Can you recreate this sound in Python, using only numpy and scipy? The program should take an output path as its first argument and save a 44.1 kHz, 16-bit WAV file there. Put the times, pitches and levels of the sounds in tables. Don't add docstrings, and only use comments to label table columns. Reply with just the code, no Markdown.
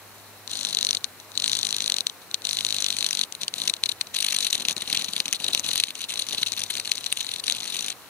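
import sys
import numpy as np
from scipy import signal
from scipy.fft import irfft
from scipy.io import wavfile
from scipy.ndimage import uniform_filter1d

SR = 44100
rng = np.random.default_rng(int(sys.argv[2]) if len(sys.argv) > 2 else 0)


def persist_wave(psi):
    counts = np.round(np.clip(psi, -1, 1) * 32767).astype(np.int16)
    wavfile.write(sys.argv[1], SR, np.atleast_2d(counts).T)


def makeup_ratio(level_db):
    decades = np.asarray(level_db, float) / 20
    return 10 ** decades


N = 356857

# pitch in Hz, left level in dB, right level in dB, left-right likeness from 0 to 1.
WASH = [(25, -35, -43, .5), (89, -1.5, 0, 0.13), (324, 0.5, 0, 0.73), (1050, 0.5, 1, 0.81),
        (2640, -5, -3.5, 0.33), (3470, -8.5, -9, .05), (4030, -3, -6, .05), (4700, -8, -9.5, .02),
        (8300, -9, -11, .02), (12400, -6.5, -9, .02), (15600, -11, -8.5, .02), (16300, -50, -50, .02)]
WASH_DB = -49
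# middle in seconds, half width in seconds, level in dB.
HUM_SWELLS = [
    (.45, 0.97, -59),
    (1.6, 0.26, -59.5),
    (2.75, 0.43, -59.5),
    (3.8, 0.41, -64),
    (4.9, 0.65, -66.5),
    (5.7, 0.13, -59),
    (6.5, 0.32, -60),
    (7.3, 0.62, -64.5),
]
# first in Hz, last in Hz.
HUM_HZ = (101.7, 97.8)
KNOCK_S, KNOCK_DB, KNOCK_HZ = 5.836, -34, 130
# start in seconds, level in dB.
DRAUGHT = [
    (0, -54.5),
    (3.3, -55.5),
    (3.64, -51.5),
    (4.15, -60.5),
    (4.7, -48),
    (5.75, -52),
    (5.95, -62.5),
    (6.36, -51),
    (7.1, -61.5),
    (8.1, -53),
]
# pitch in Hz, left level in dB, right level in dB,
# how far the left leads in radians.
PORTS = [(293, -47.5, -27.5, 2), (1480, -31, -32, -0.13), (3210, -12.5, -10.5, 1.86),
         (3670, -3, -11.5, 2.5), (4090, 0, -11.5, 1.25), (4590, -8, -15, 2), (5350, -18, -62, 8),
         (5790, -6.5, -26.5, -1.5), (7770, -17, -31.5, 2), (8650, -12, -29.5, -1), (11130, -20, -30, 0.5),
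         (12060, -36, -32, 0), (14600, -32, -28.5, 1.5), (15500, -43, -61, 22)]
# time in seconds, extra low-mid in dB from the flat of the wing on the skin,
# echo off the palm from 0 to 1, extra treble in dB from the wing edge towards the camera.
POSTURE = [
    (0, -7.5, 0, -5),
    (3.3, 0.5, 0, 2),
    (4.6, 3.5, 1, 3),
    (8.1, 2.5, 1, 3),
]
# first stroke in seconds, last stroke in seconds,
# number of strokes, snap level in dB over one ms, rustle level in dB.
PERCHED_RUNS = [(.5145, 0.7083, 11, -17.5, -31.5), (.7295, .97, 13, -10.5, -39),
                (1.357, 1.422, 4, -12, -40.5), (1.442, 1.5892, 9, -11, -31.5),
                (1.613, 1.8608, 14, -13, -37), (1.878, 2.007, 7, -10, -46), (2.452, 2.824, 20, -13, -34),
                (2.8442, 3.0683, 12, -13.5, -34), (3.0887, 3.236, 8, -11, -37),
                (3.4137, 3.434, 2, -15.5, -39), (3.564, 3.656, 6, -18.5, -34), (3.6767, 3.6999, 2, -6, -41),
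                (3.862, 3.9183, 3, -14.5, -47), (4.147, 4.3847, 13, -11, -36),
                (4.4074, 4.47, 4, -11.5, -30)]
# first stroke in seconds, last stroke in seconds,
# number of strokes, snap level in dB over one ms, rustle level in dB.
TUMBLING_RUNS = [(4.5295, 4.548, 2, -7.5, -29.5), (4.581, 4.6222, 3, -19, -41),
                 (4.6963, 4.711, 2, -15, -26.5), (4.877, 5.044, 8, -16, -34.5),
                 (5.1337, 5.196, 3, -13.5, -35), (5.2586, 5.2828, 2, -15, -40),
                 (5.4022, 5.508, 6, -25, -37), (5.533, 5.597, 4, -11.5, -32.5),
                 (5.644, 5.6827, 3, -17, -31.5), (5.713, 5.8019, 5, -12.5, -33),
                 (5.883, 5.907, 2, -19.5, -50), (5.991, 6.0406, 3, -23, -39), (6.088, 6.175, 6, -20, -52),
                 (6.269, 6.3477, 5, -19, -51), (6.383, 6.415, 2, -26.5, -31.5),
                 (6.573, 6.6392, 4, -16, -39), (6.7407, 6.795, 5, -18.5, -40),
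                 (6.8553, 6.894, 3, -19.5, -41), (6.9535, 6.98, 2, -18, -46),
                 (7.268, 7.363, 5, -17.5, -47.5), (7.4667, 7.528, 5, -14.5, -58),
                 (7.548, 7.6778, 8, -22, -49), (7.703, 7.791, 5, -16, -34.5), (7.807, 7.903, 6, -17, -37)]
# time in seconds, snap level in dB over one ms, drag in ms.
FLICKS = [(.198, -41, .8), (.4766, -20, .2), (.497, -25, 1.4), (1.0436, -9, 0), (1.2009, -29, .4),
          (1.3185, -29, .3), (2.0688, -6, 0), (2.0973, -19, .5), (2.219, -35, 1.3), (2.3134, -24, .5),
          (2.344, -7, 0), (2.4204, -27, .2), (3.3246, -18, .5), (3.351, -21, .2), (3.4814, -12, .5),
          (3.5398, -14, 0), (3.7386, -11, 0), (3.7665, -25, 1.3), (3.8373, -5, 0), (4.0125, -8, 1),
          (3.8596, -8, 1.3), (4.0707, -27, .7), (4.11, -42, 1.1), (4.504, -13, 1.7), (5.3563, -17, 2.6),
          (7.01, -28, 1), (7.0423, -20, 0), (7.4001, -18, 1.1), (7.985, -44, .4), (8.02, -42, .8)]
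# time in seconds, snap level in dB over one ms, drag in ms.
ACCENTS = [(0.65, -9.5, 0), (0.8289, -8.5, 0), (0.8497, -8, 0.33), (.9091, -6, 0.47), (1.354, -23.5, .6),
           (1.3766, -7.5, 0.15), (1.4424, -7, 0.13), (1.5322, -7, .1), (1.612, -21, 0.63),
           (2.5505, -20, 1.4), (2.629, -40, 1), (2.6493, -7, 0.28), (2.8442, -9.5, .2), (2.9466, -25, 1.1),
           (3.0446, -10.5, 0.21), (3.065, -9, 0.48), (3.089, -18, 1.3), (3.2129, -8.5, 0.37),
           (3.56, -27, 1.5), (3.8928, -7.5, 1.56), (4.1654, -10, 2), (4.3874, -10, 0.13),
           (.9305, -10.5, 0.53), (1.8993, -7.5, .5), (1.921, -7.5, 0.18), (2.4519, -11, .9),
           (2.6085, -13.5, .2), (4.5515, -8.5, 1.05), (4.973, -9.5, 1.3), (6.799, -12.5, 1)]
# time in seconds, snap level in dB over one ms, drag in ms.
SLAPS = [(4.652, -14, .6), (4.6854, -6, 0), (4.7665, -16, .8), (4.822, -15, .9), (4.9289, -8, .5),
         (5.0858, -17, 2), (5.2028, -7, .1), (5.3312, -6, 2.6), (5.4431, -10, 1.2), (5.4838, -9, 1.8),
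         (5.5487, -4, 0), (5.6892, -12, 1.7), (5.8019, -6, 1.8), (5.8375, -4, 0), (5.9541, -22, .4),
         (6.1966, -10, 2.5), (6.2226, -14, 1.6), (6.3291, -14, 2.6), (6.4314, -7, 1), (6.4671, -12, 2.6),
         (6.5207, -13, 0), (6.704, -12, 2.6), (6.9177, -7, 0), (7.0637, -11, 1.2), (7.1265, -7, .6),
         (7.1716, -15, 2.6), (7.2075, -13, 1.6), (7.439, -19, .7), (7.499, -9, 0), (7.5232, -9, 0)]
# time in seconds, drag in ms.
DRAG = [
    (0, .5),
    (3.7, .4),
    (4.1, 1.6),
    (4.5, 1.7),
    (4.9, .9),
    (8.1, 1.1),
]
AIRBORNE = [4.745, 5.115, 5.385, 5.625, 5.93, 6.065, 6.255, 7.42]
HOP_S = .018
JITTER_MS, SCATTER_DB = .5, 1.4
LIMP_MS, LIMP_DB = .5, .8
DRAG_SCATTER_MS = .4
LEAD_S, TRAIL_S, STILL_DB = 0.015, 0.022, -58
SCRABBLE_FROM_S, SCRABBLE_TO_S, SCRABBLE_DB = 4.5, 7.93, -45
SKID_S, SKID_DB = 0.048, -45.5
TICKS_COUNT, TICK_DB = 110, -24
LULL = .45


def evened(x):
    return x / np.sqrt(np.mean(x ** 2) + 1e-20)


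def on_log_hz(table, hz):
    f, *columns = np.transpose(table)
    return [np.interp(np.log(hz + 1), np.log(f), c) for c in columns]


def on_time(table):
    s, *columns = np.transpose(table)
    return [np.interp(np.arange(N) / SR, s, c) for c in columns]


def wash(patchy_db=.4):
    frames = N // 256 + 5
    left_db, right_db, same = (c[:, None] for c in on_log_hz(WASH, np.fft.rfftfreq(1024, 1 / SR)))
    a, b, c, d, patches = rng.standard_normal((frames, 513, 5)).T
    patches = evened(uniform_filter1d(uniform_filter1d(patches, 12, 0), 20, 1))
    same = np.clip(same, 0, 1)
    left = a + 1j * b
    right = same * left + np.sqrt(1 - same ** 2) * (c + 1j * d)
    z = np.array([left, right]) * makeup_ratio(np.array([left_db, right_db]) + patchy_db * patches)
    noise = signal.istft(z, nperseg=1024, noverlap=768)[1][:, :N]
    return makeup_ratio(WASH_DB + 1.5) * evened(noise)


def hum():
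    t = np.arange(N) / SR
    turns = np.cumsum(np.linspace(*HUM_HZ, N)) / SR
    level = sum(makeup_ratio(db) * np.exp(-((t - s) / width) ** 2) for s, width, db in HUM_SWELLS)
    sides = makeup_ratio(np.array([[-1.5], [1.5]]))
    return np.sqrt(2) * level * sides * np.sin(2 * np.pi * turns)


def knock():
    u = np.maximum(np.arange(N) / SR - KNOCK_S, 0) * 2 * np.pi * KNOCK_HZ
    return makeup_ratio(KNOCK_DB) * u * (2 - u) * np.exp(-u)


def draught(strokes, hz=215, ring_ms=1.57, swish_db=3.5, swish_hz=1100):
    t = np.arange(1024) / SR
    pushes = makeup_ratio(1.3 * rng.standard_normal(N)) * (strokes > 0)
    puff = np.sin(2 * np.pi * hz * t) * t * np.exp(-t * 1000 / ring_ms)
    puffs = evened(signal.oaconvolve(pushes, puff)[:N])
    gusts = signal.oaconvolve(pushes, t * np.exp(-t * 130))[:N]
    band = signal.butter(1, [150, swish_hz], "bandpass", fs=SR)
    air = signal.lfilter(*band, rng.standard_normal((2, N)))
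    swish = evened(gusts * np.array([air[0], air[0] + 0.19 * air[1]]))
    puffs = signal.lfilter(*signal.butter(2, hz / 2, "high", fs=SR), puffs)
    return makeup_ratio(on_time(DRAUGHT)[0] - 2.5) * (puffs + makeup_ratio(swish_db) * swish)


def ports(size=1024, order=32):
    left_db, right_db, lead = on_log_hz(PORTS, np.fft.rfftfreq(size, 1 / SR))
    log_gain = np.log(makeup_ratio(left_db))
    phase = -signal.hilbert(np.r_[log_gain, log_gain[-2:0:-1]]).imag[:len(lead)]
    ring = irfft(makeup_ratio([left_db, right_db]) * np.exp(1j * np.array([phase, phase - lead])), size)
    ring = ring / np.linalg.norm(ring[0])
    return np.roll(ring, order, 1)[:, :size // 2], order


def run_strokes():
    runs = PERCHED_RUNS + TUMBLING_RUNS
    chance, even, rows = rng.standard_normal((len(runs), 20, 3)), [], []
    for (first, last, count, db, _), draw in zip(runs, chance):
        k = np.arange(round(count))
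        s = np.linspace(first, last, len(k))
        limp = (-1.) ** k
        late, hard, long = draw[k].T
        drag_ms = np.interp(s, *np.transpose(DRAG)) + DRAG_SCATTER_MS * (long - hard) / np.sqrt(2)
        when = s + (JITTER_MS * late + LIMP_MS * limp) / 1000
        even += list(s)
        rows += zip(when, db + SCATTER_DB * hard - LIMP_DB * limp, drag_ms)
    return np.array(rows), np.array(even)


def stray_ticks():
    when, size, drag_ms = rng.random((TICKS_COUNT, 3)).T
    s = SCRABBLE_FROM_S + (SCRABBLE_TO_S - SCRABBLE_FROM_S) * when
    ticks = np.c_[s, TICK_DB + 10 * (size - .5), drag_ms / 2]
    ticks[abs(ticks[:, :1] - AIRBORNE).min(1) < HOP_S, 1] = -99
    return ticks


def beats():
    blows = np.array(FLICKS + ACCENTS + SLAPS)
    rows, even = run_strokes()
    taken = abs(rows[:, :1] - blows[:, 0]).min(1) < .007
    rows[taken, 1] = -99
    return np.r_[rows, blows, stray_ticks()], even


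def snap(ring, db, spread_ms, echo, draw, uneven_db=7.0, wobble_db=1.0, size=800):
    count = int(np.clip(1.8 + 9 * spread_ms, 1, len(draw)))
    delay = draw[:count, 0] + draw[:count, 0] ** 2 / 7
    at = size // 2 + delay * (.05 + 1.1 * spread_ms) * SR / 1000
    at = np.clip(at, 0, size - 20).astype(int)
    burst = np.zeros(size)
    np.add.at(burst, at, np.sign(draw[:count, 1]) * makeup_ratio(uneven_db * abs(draw[:count, 1])))
    blunt = np.clip(.6 - .35 * spread_ms + .18 * draw[0, 2], .05, .6)
    burst = np.convolve(burst, [blunt, 1, blunt], "same")
    burst = burst + echo * np.tanh(2 * draw[3, 2]) * np.roll(burst, 3 + int(7.0 * abs(draw[4, 2])))
    other = np.roll(burst, int(round(0.33 * draw[1, 2]))) * makeup_ratio(wobble_db * draw[2, 2])
    energy = np.sum(signal.oaconvolve(burst, ring) ** 2) * 1000 / SR
    return np.array([burst, other]) * makeup_ratio(db) / np.sqrt(energy)


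def busy(size=32):
    t = np.arange(0, N, size) / SR
    on_skin = np.prod([abs(t - s) > HOP_S for s in AIRBORNE], axis=0)
    level = makeup_ratio(STILL_DB) + makeup_ratio(SCRABBLE_DB) * (t > SCRABBLE_FROM_S) * (t < SCRABBLE_TO_S) * on_skin
    for first, last, count, _, db in PERCHED_RUNS + TUMBLING_RUNS:
        ramp = np.clip(np.minimum((t - first) / LEAD_S, (last - t) / TRAIL_S) + 1.5, 0, 1)
        cycle = (t - first) * (count - 1) / (last - first) % 1
        level = np.maximum(level, makeup_ratio(db) * ramp ** 2 * (1 - LULL * np.sin(np.pi * cycle ** 1.3)))
    for s, _, drag_ms in SLAPS:
        skid = (t > s) * np.clip(2 - 2 * (t - s) / SKID_S, 0, 1)
        level = np.maximum(level, makeup_ratio(SKID_DB) * drag_ms * skid)
    return np.interp(np.arange(N) / SR, t, level)


def rustle(strokes, halo_db=-19, after_ms=5.1):
    t = np.arange(-2048, 2049) / SR * 1000
    halo = signal.oaconvolve(strokes, np.exp(np.minimum(t / 2.6, -t / after_ms)), "same")
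    level = makeup_ratio(3.5) * busy() + makeup_ratio(halo_db) * halo
    grain = rng.standard_normal((2, N)) * makeup_ratio(2.8 * np.minimum(rng.exponential(1, N), 4))
    grain = grain * (rng.random(N) < 6000 / SR)
    z = signal.stft(grain, nperseg=128)[2]
    patches = rng.standard_normal(z.shape[:0:-1])
    patches = evened(uniform_filter1d(uniform_filter1d(patches, 4, 0), 8, 1)).T
    grain = evened(signal.istft(z * makeup_ratio(4 * patches), nperseg=128)[1][:, :N])
    return level * np.array([grain[0], grain[0] + .5 * grain[1]])


def cicada():
    ring, early = ports()
    rows, even = beats()
    draws = rng.standard_normal((len(rows), 26, 3))
    flat_db, echo, edge_db = on_time(POSTURE)
    clicks, strokes = np.zeros((2, N + 800)), np.zeros(N)
    for (s, db, spread_ms), draw in zip(rows, draws):
        at = round(s * SR)
        clicks[:, at - 400:at + 400] += snap(ring[0], db, max(spread_ms, 0), np.clip(echo[at], 0, 1), draw)
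        strokes[at] = makeup_ratio(db)
    clicks = clicks[:, :N] + rustle(strokes)
    low = signal.lfilter(*signal.butter(1, [1900, 3300], "bandpass", fs=SR), clicks)
    high = signal.lfilter(*signal.butter(2, 7000, "high", fs=SR), clicks)
    clicks = clicks + (makeup_ratio(flat_db) - 1) * low + (makeup_ratio(edge_db) - 1) * high
    ringing = signal.oaconvolve(clicks, ring, axes=1)[:, early:early + N]
    push_s = np.r_[even, np.transpose(SLAPS)[0]]
    pushes = np.bincount((push_s * SR).astype(int), minlength=N)
    return ringing + draught(pushes)


def scene():
    return cicada() + knock() + wash() + hum()


def top_cut(x):
    return signal.sosfilt(signal.butter(12, 16510, fs=SR, output="sos"), x)


def record(dry):
    power_db = 10 * np.log10(abs(uniform_filter1d((dry ** 2).max(0), 100)) + 1e-12)
    fall = np.arange(N) * 60. / SR
    over_db = np.maximum(np.maximum.accumulate(power_db + fall) - fall + 13, 0)
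    late_db = uniform_filter1d(over_db, 200, origin=99)
    x = signal.lfilter(*signal.butter(2, 50, "high", fs=SR), dry / makeup_ratio(.5 * late_db))
    x = np.clip(x, -.97, .97)
    treble_limit = signal.firwin(201, 16300, window=("kaiser", 8), fs=SR)
    x = signal.oaconvolve(x, treble_limit[None], "same")
    return top_cut(x)


dry = scene()
out = record(dry)
persist_wave(out)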